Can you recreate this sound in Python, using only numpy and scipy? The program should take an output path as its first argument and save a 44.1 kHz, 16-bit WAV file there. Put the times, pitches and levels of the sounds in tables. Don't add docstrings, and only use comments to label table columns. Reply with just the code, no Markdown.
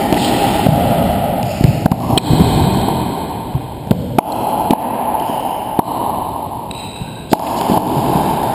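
import sys
import numpy as np
from scipy import signal
from scipy.fft import rfft, irfft, next_fast_len
from scipy.io import wavfile

SR = 44100
rng = np.random.default_rng(int(sys.argv[2]) if len(sys.argv) > 2 else 0)


def gain_from_db(level_db):
    decades = np.asarray(level_db, float) / 20
    return 10 ** decades


def to_wav(sig):
    pcm = np.clip(np.atleast_2d(sig), -1, 1) * 32767
    pcm = np.round(pcm).astype(np.int16)
    wavfile.write(sys.argv[1], SR, pcm.T)


N = 376605
RUN_IN = SR


def at_hz(points, hz):
    table = np.array(points)
    return np.interp(np.log(hz), np.log(table[:, 0]), table[:, 1])


def burst(hz, length_s, glide, rise):
    u = np.arange(1, int(length_s * SR)) / (length_s * SR)
    hump = np.sin(np.pi * u ** rise) ** 2
    phase = 2 * np.pi * hz * length_s * (u + glide * (u * u - u))
    tone = hump * np.sin(phase)
    return tone / np.linalg.norm(tone)


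def silent_tracks():
    return np.zeros((2, N + 2 * RUN_IN))


def add(tracks, start_s, pulse, level_db, nearness_db):
    i = RUN_IN + int(start_s * SR)
    path_gains = np.array([[1], [gain_from_db(nearness_db + 10.5)]])
    tracks[:, i:i + len(pulse)] += pulse * gain_from_db(level_db) * path_gains


# start_s [s], thud_db [dB], ring_db [dB], ring_hz [Hz], nearness_db [dB]
STROKES = [
    (-.3, 7, 6, 788, 0),
    (.124, 1.5, -2.5, 798, 25),
    (1.638, -15.5, -29, 690, 28),
    (2.0, -9, -10.5, 967, 14.5),
    (2.1729, 0, -6, 880, 18),
    (4.183, -4.5, 2, 830, 21),
    (4.706, -4.5, -11, 827, 27),
    (7.329, -5.5, -1, 829, 27),
    (7.874, -8.5, -36, 870, 19),
]
# start_s [s], thud_db [dB], ring_db [dB], ring_hz [Hz], nearness_db [dB]
WALLS = [
    (2.10, -5.5, -7, 733, 19.5),
    (2.88, -14.5, -15, 885, 25),
    (5.211, -27, -36, 810, 35.5),
    (5.296, -17, -26, 791, 26),
    (5.789, -14.5, -9, 906.4, 33),
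    (7.316, -35.5, -38, 650, 40),
    (7.56, -13.5, -12.5, 810, 25),
    (7.697, -1, -3.5, 814, 19),
    (7.769, -6.5, -3.5, 871.5, 22.5),
]
# start_s [s], thud_db [dB],
# ring_db [dB], ring_hz [Hz], nearness_db [dB]
GLANCES = [
    (4.728, -50, 4, 847.6, 20),
    (6.09, -55, -25.5, 893, 31),
    (7.392, -12, -2.5, 907, 20),
    (7.61, -14, -25, 800, 23.5),
    (8.06, -15, -9, 880, 15),
    (8.43, -22, -12, 796, 19),
]
# start_s [s], thud_db [dB], ring_db [dB], ring_hz [Hz], nearness_db [dB]
BOUNCES = [
    (.662, 0, -1.5, 670, 24.5),
    (1.856, -7.5, -9, 745, 28),
    (1.914, -8.5, -18.5, 907, 31.5),
    (3.869, -28.5, -39, 662, 31),
    (3.908, -12.5, -21.5, 550, 35),
]


def ball():
    contact_s, ring_s, after_ring_s = 0.00241, 0.0096, 0.04
    after_ring_db, away_db = -2, -6
    crack_s = 0.0014
    tracks = silent_tracks()

    noise = rng.standard_normal((31, 600)) * np.exp(-np.arange(600) / (crack_s * SR))
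    rubber_band = signal.butter(2, [1200, 6000], "band", fs=SR, output="sos")
    slaps = iter(signal.sosfilt(rubber_band, noise))
    squash = burst(257.3, 0.0058, -0.42, 0.77)
    bounce = -burst(170, 0.0106, -0.38, 0.8)
    # blows, thud pulse, crack re thud [dB], loss of after-ring to the floor [dB]
    kinds = ((STROKES, squash, -14, 0), (WALLS, squash, -27, 0),
             (GLANCES, squash, -6, 0), (BOUNCES, bounce, -24.5, -10.5))
    for blows, thud, crack_db, damping_db in kinds:
        for (start_s, thud_db, ring_db, ring_hz, nearness_db), slap in zip(blows, slaps):
            release_s = start_s + contact_s
            air_ring = burst(ring_hz, ring_s, 0.24, 0.86)
            shell_ring = burst(0.681 * ring_hz, 0.013, 0.087, 1.0)
            after_ring = burst(ring_hz, after_ring_s, 0, 0.39)
            add(tracks, start_s, thud, thud_db, nearness_db)
            add(tracks, release_s, air_ring, ring_db, nearness_db)
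            add(tracks, release_s, shell_ring, ring_db - 10, nearness_db)
            add(tracks, release_s, after_ring, ring_db + after_ring_db + damping_db, nearness_db + away_db)
            add(tracks, start_s + 0.002, slap / np.linalg.norm(slap), thud_db + crack_db, nearness_db)
    return tracks


# pitch_hz [Hz], level_db [dB]
EARLIER_SCUFFS = [
    (1200, -16),
    (4600, -14),
]
# start_s [s], pitch_hz [Hz], level_db [dB], length_s [s], nearness_db [dB]
SQUEAKS = [(.172, 1990, -24.5, 0.013, 30), (.245, 3150, -35, 0.0072, 46), (.748, 1300, -31, 0.0086, 16),
           (1.43, 2650, -29.5, 0.0029, 19), (2.176, 3196, -18.5, 0.0044, 34),
           (2.18, 4120, -17, 0.0043, 32.5), (2.18, 2490, -25, 0.012, 39), (4.32, 4180, -29, 0.0086, 32.5),
           (5.199, 2990, -24.5, 0.0047, 18), (6.71, 3910, -25.5, 0.0057, 21),
           (6.711, 2630, -33, 0.0047, 21), (6.712, 5070, -40, 0.0055, 17), (6.96, 1570, -40, 0.01, 12.5),
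           (7.312, 4860, -52.5, .008, 39.5), (7.585, 2950, -28, 0.016, 24), (7.73, 4220, -33, 0.014, 24)]
# start_s [s], pitch_hz [Hz], level_db [dB], nearness_db [dB]
SCUFFS = [
    (.143, 2980, -16, 21.5),
    (.2, 1030, -16.5, 10),
    (.661, 1010, -23.5, 15),
    (1.429, 5000, -30.5, 18),
    (4.707, 3050, -24.5, 23),
    (4.735, 1680, -21, 7),
    (5.198, 5150, -32.5, 19),
    (5.791, 4030, -29, 25),
    (7.315, 3700, -43, 27),
]
# start_s [s], length_s [s], centre_hz [Hz], level_db [dB], nearness_db [dB]
DRAGS = [
    (0.153, 0.17, 3720, -13.5, 31),
    (7.293, 0.087, 4330, -36, 34),
    (7.464, 0.015, 2890, -25.5, 28.5),
    (7.56, 0.044, 4900, -28.5, 32),
]


def squeaks():
    scuff_s, glide = 0.0016, 0.025
    drag_width = 1.29
    tracks = silent_tracks()
    add(tracks, -0.15, burst(3000, 0.005, 0.01, 0.7), -26, 0)
    for pitch_hz, level_db in EARLIER_SCUFFS:
        add(tracks, -RUN_IN / SR / 4, burst(pitch_hz, scuff_s, 0, 0.59), level_db, 0)

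    chance = rng.standard_normal((40, 1150))
    uneven = 1 + 0.49 * signal.lfilter([0.3], [1, -0.93], chance)
    short_slips = [(start_s, pitch_hz, level_db, scuff_s, nearness_db)
                   for start_s, pitch_hz, level_db, nearness_db in SCUFFS]
    slips = SQUEAKS + short_slips
    for (start_s, pitch_hz, level_db, length_s, nearness_db), grip in zip(slips, uneven):
        tone = burst(pitch_hz, length_s, glide, 0.67)[:len(grip)]
        add(tracks, start_s, tone * grip[:len(tone)], level_db, nearness_db)

    noise = chance.ravel()
    grit = np.sign(noise) * np.abs(noise) ** 1.4
    for start_s, length_s, centre_hz, level_db, nearness_db in DRAGS:
        edges_hz = [centre_hz / drag_width, centre_hz * drag_width]
        band = signal.butter(2, edges_hz, "band", fs=SR, output="sos")
        size = int(length_s * SR)
        stretch = np.roll(grit, int(start_s * SR))[:size]
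        rasp = signal.sosfilt(band, stretch) * np.hanning(size) ** 0.5
        add(tracks, start_s, rasp / np.linalg.norm(rasp), level_db, nearness_db)
    return tracks


# frequency_hz [Hz], level_db [dB per Hz]
VENTILATION = [(18, -43), (30, -5.5), (113, 5), (545, -4.5), (900, -15.5), (1250, -44), (3050, -24),
               (4230, -27.5), (5500, -35), (7150, -110), (12100, -120)]


def ventilation():
    size = next_fast_len(N)
    hz = np.fft.rfftfreq(size, 1 / SR) + 1
    spectrum = rfft(rng.standard_normal(size)) * gain_from_db(at_hz(VENTILATION, hz))
    rush = irfft(spectrum, size)[:N]
    return gain_from_db(-24) * rush / rush.std()


# start_s [s], level_db [dB], boom_hz [Hz], length_s [s], nearness_db [dB]
STEPS = [(.684, -16, 132, 0.016, 42.5), (.712, -9.5, 154, 0.035, 35), (.77, -16.5, 170, 0.032, 30),
         (.805, -28, 170, 0.012, 14), (1.608, -25.5, 175, 0.0073, 39), (1.672, -13, 127.5, 0.048, 31.5),
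         (2.123, -4.5, 106, 0.027, 21), (2.64, -6, 170, 0.016, 19), (4.716, -5.5, 232.5, .0316, 24),
         (7.707, -16, 192, .028, 37), (7.742, -18, 222, 0.02, 29), (7.95, -9.5, 140.6, .071, 27),
         (8.15, -13, 170, 0.02, 31)]
# start_s [s], level_db [dB], boom_hz [Hz], length_s [s], nearness_db [dB]
LANDINGS = [
    (1.638, -15, 125.7, 0.02, 39.5),
    (1.705, -13, 138, 0.011, 24),
    (2.295, 1.5, 141, 0.039, 24.5),
    (2.333, -7, 152, 0.0037, 31.5),
    (2.40, -7, 165.6, 0.027, 33),
    (3.54, -19, 131, 0.041, 31.5),
    (3.914, -28, 158, .019, 34),
    (4.30, -37, 120, .022, 22),
    (6.695, -32.5, 170, 0.018, 32),
    (7.01, -21, 129, 0.018, 26),
]


def steps():
    tracks = silent_tracks()
    slap = burst(2600, 0.00019, 0.084, 0.4)
    for footfalls, push_db in ((STEPS, -33), (LANDINGS, -5.5)):
        for start_s, level_db, boom_hz, length_s, nearness_db in footfalls:
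            boom = burst(boom_hz, length_s, -0.25, 0.79)
            push = burst(0.534 * boom_hz, 1.1 * length_s, -0.042, 0.45)
            add(tracks, start_s, boom, level_db, nearness_db)
            add(tracks, start_s, push, level_db + push_db, nearness_db)
            add(tracks, start_s, slap, level_db - 34.5, nearness_db)
    return tracks


# frequency_hz [Hz], t60_s [s]
COURT = [(60, 4.5), (150, 2.77), (350, 2.66), (650, 3.77), (900, 4.08), (1150, 3.24), (1800, 4),
         (3000, 3.25), (5000, 2.38)]
# frequency_hz [Hz], t60_s [s]
FLOOR = [(50, 1.9), (120, 1.31), (300, 2), (2000, 1.5)]


def echoing(feed, decays):
    echoes_per_s3, first_echo_s, build_up_s = 1.5e6, 0.016, 0.0077
    far_wall_s, before_far_wall_db = 0.064, -3
    t = np.arange(1, 3 * SR + 1) / SR
    chance = np.clip(echoes_per_s3 * t ** 2 / SR, 1e-4, 1)
    arrives = (rng.random(len(t)) < chance) * (t > first_echo_s)
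    echoes = rng.standard_normal(len(t)) * arrives / np.sqrt(chance)
    echoes = echoes * (1 - np.exp(-t / build_up_s))
    echoes = echoes * np.where(t < far_wall_s, gain_from_db(before_far_wall_db), 1)

    hz = np.fft.rfftfreq(len(t), 1 / SR) + 1e-9
    spectrum = rfft(echoes)
    answer = 0
    for centre_hz in 30 * 2 ** (np.arange(25) / 3):
        band = np.clip(1 - 3 * np.abs(np.log2(hz / centre_hz)), 0, 1)
        decay = gain_from_db(-60 * t / at_hz(decays, centre_hz))
        answer = answer + irfft(spectrum * band, len(t)) * decay
    return signal.oaconvolve(feed, answer)[:len(feed)]


# centre_hz [Hz], width_hz [Hz], peak_db [dB]
MICROPHONE = [(880, 1800, -2.5), (2750, 4500, 0.5), (1300, 226, 7), (4100, 940, 2.5)]


def microphone(dry):
    x = signal.sosfilt(signal.butter(1, 60, "high", fs=SR, output="sos"), dry)
    for centre_hz, width_hz, peak_db in MICROPHONE:
        resonance = signal.lfilter(*signal.iirpeak(centre_hz, centre_hz / width_hz, SR), x)
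        x = x + (gain_from_db(peak_db) - 1) * resonance
    x = signal.sosfilt(signal.butter(2, 4700, fs=SR, output="sos"), x)
    return signal.sosfilt(signal.ellip(6, 1, 30, 5600, fs=SR, output="sos"), x)


# start_s [s], low_gain_db [dB], recovery_s [s]
OVERLOADS = [(0, -16, 4.4), (.2, -16, 0.74), (0.664, -14.5, 0.4), (1.861, -16.5, 0.067),
             (1.923, -13.5, 0.5), (2.179, -23, 0.37), (4.189, -26, 0.57), (4.713, -11.5, 2.7),
             (4.735, -23.5, 1.12), (5.793, -17, 0.1), (7.332, -19, 3.3), (7.36, -20.5, 0.73),
             (7.698, -11.5, 3.9), (7.78, -19, 0.58)]


def gain_control():
    full_gain_db, hold_s, drop_s = -4, 0.034, 0.0025
    t = np.arange(N) / SR
    overloads = np.array(OVERLOADS)
    latest = np.maximum(np.searchsorted(overloads[:, 0], t) - 1, 0)
    start_s, low_gain_db, recovery_s = overloads.T[:, latest]
    lost = np.exp(-np.maximum(t - start_s - hold_s, 0) / recovery_s)
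    gain = gain_from_db(full_gain_db) + (gain_from_db(low_gain_db) - gain_from_db(full_gain_db)) * lost
    keep = np.exp(-1 / (drop_s * SR))
    return gain[0] + signal.lfilter([1 - keep], [1, -keep], gain - gain[0])


# frequency_hz [Hz], level_db [dB re all treble]
QUIET_BAND = [(4000, -50), (5500, -30), (10000, -33.5), (13700, -31), (15200, -43), (15500, -1)]


def thinned(x):
    frames = signal.stft(x[0], nperseg=2048)[2][:1024]
    power = (np.abs(frames) ** 2).reshape(128, 8, -1).sum(axis=1)
    hz = (np.arange(128)[:, None] + 0.5) * SR / 256
    treble = power[9:].sum(axis=0)
    loud_enough = power > treble * gain_from_db(2 * at_hz(QUIET_BAND, hz))
    kept = loud_enough | (hz < QUIET_BAND[0][0])
    gated = frames * np.repeat(kept, 8, axis=0)
    gated = np.vstack([gated, frames[:1] * 0])
    return signal.istft(gated, nperseg=2048)[1][None, :N]


def scene():
    out = 0
    for (feed, direct), decays in ((ball(), COURT), (squeaks(), COURT), (steps(), FLOOR)):
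        out = out + direct + echoing(feed, decays)
    return (out[RUN_IN:RUN_IN + N] + ventilation())[None]


def roll_off(x):
    return signal.sosfilt(signal.butter(12, 16500, fs=SR, output="sos"), x)


def record(dry):
    x = np.clip(microphone(dry) * gain_control(), -1, 1)
    samples = signal.resample_poly(x, 40, 147, axis=1)
    held = np.repeat(samples, 4, axis=1)
    x = signal.resample_poly(held, 147, 160, axis=1)[:, :N]
    x = signal.sosfilt(signal.cheby2(12, 60, 16300, fs=SR, output="sos"), x)
    return roll_off(np.clip(thinned(x), -1, 1))


dry = scene()
out = record(dry)
to_wav(out)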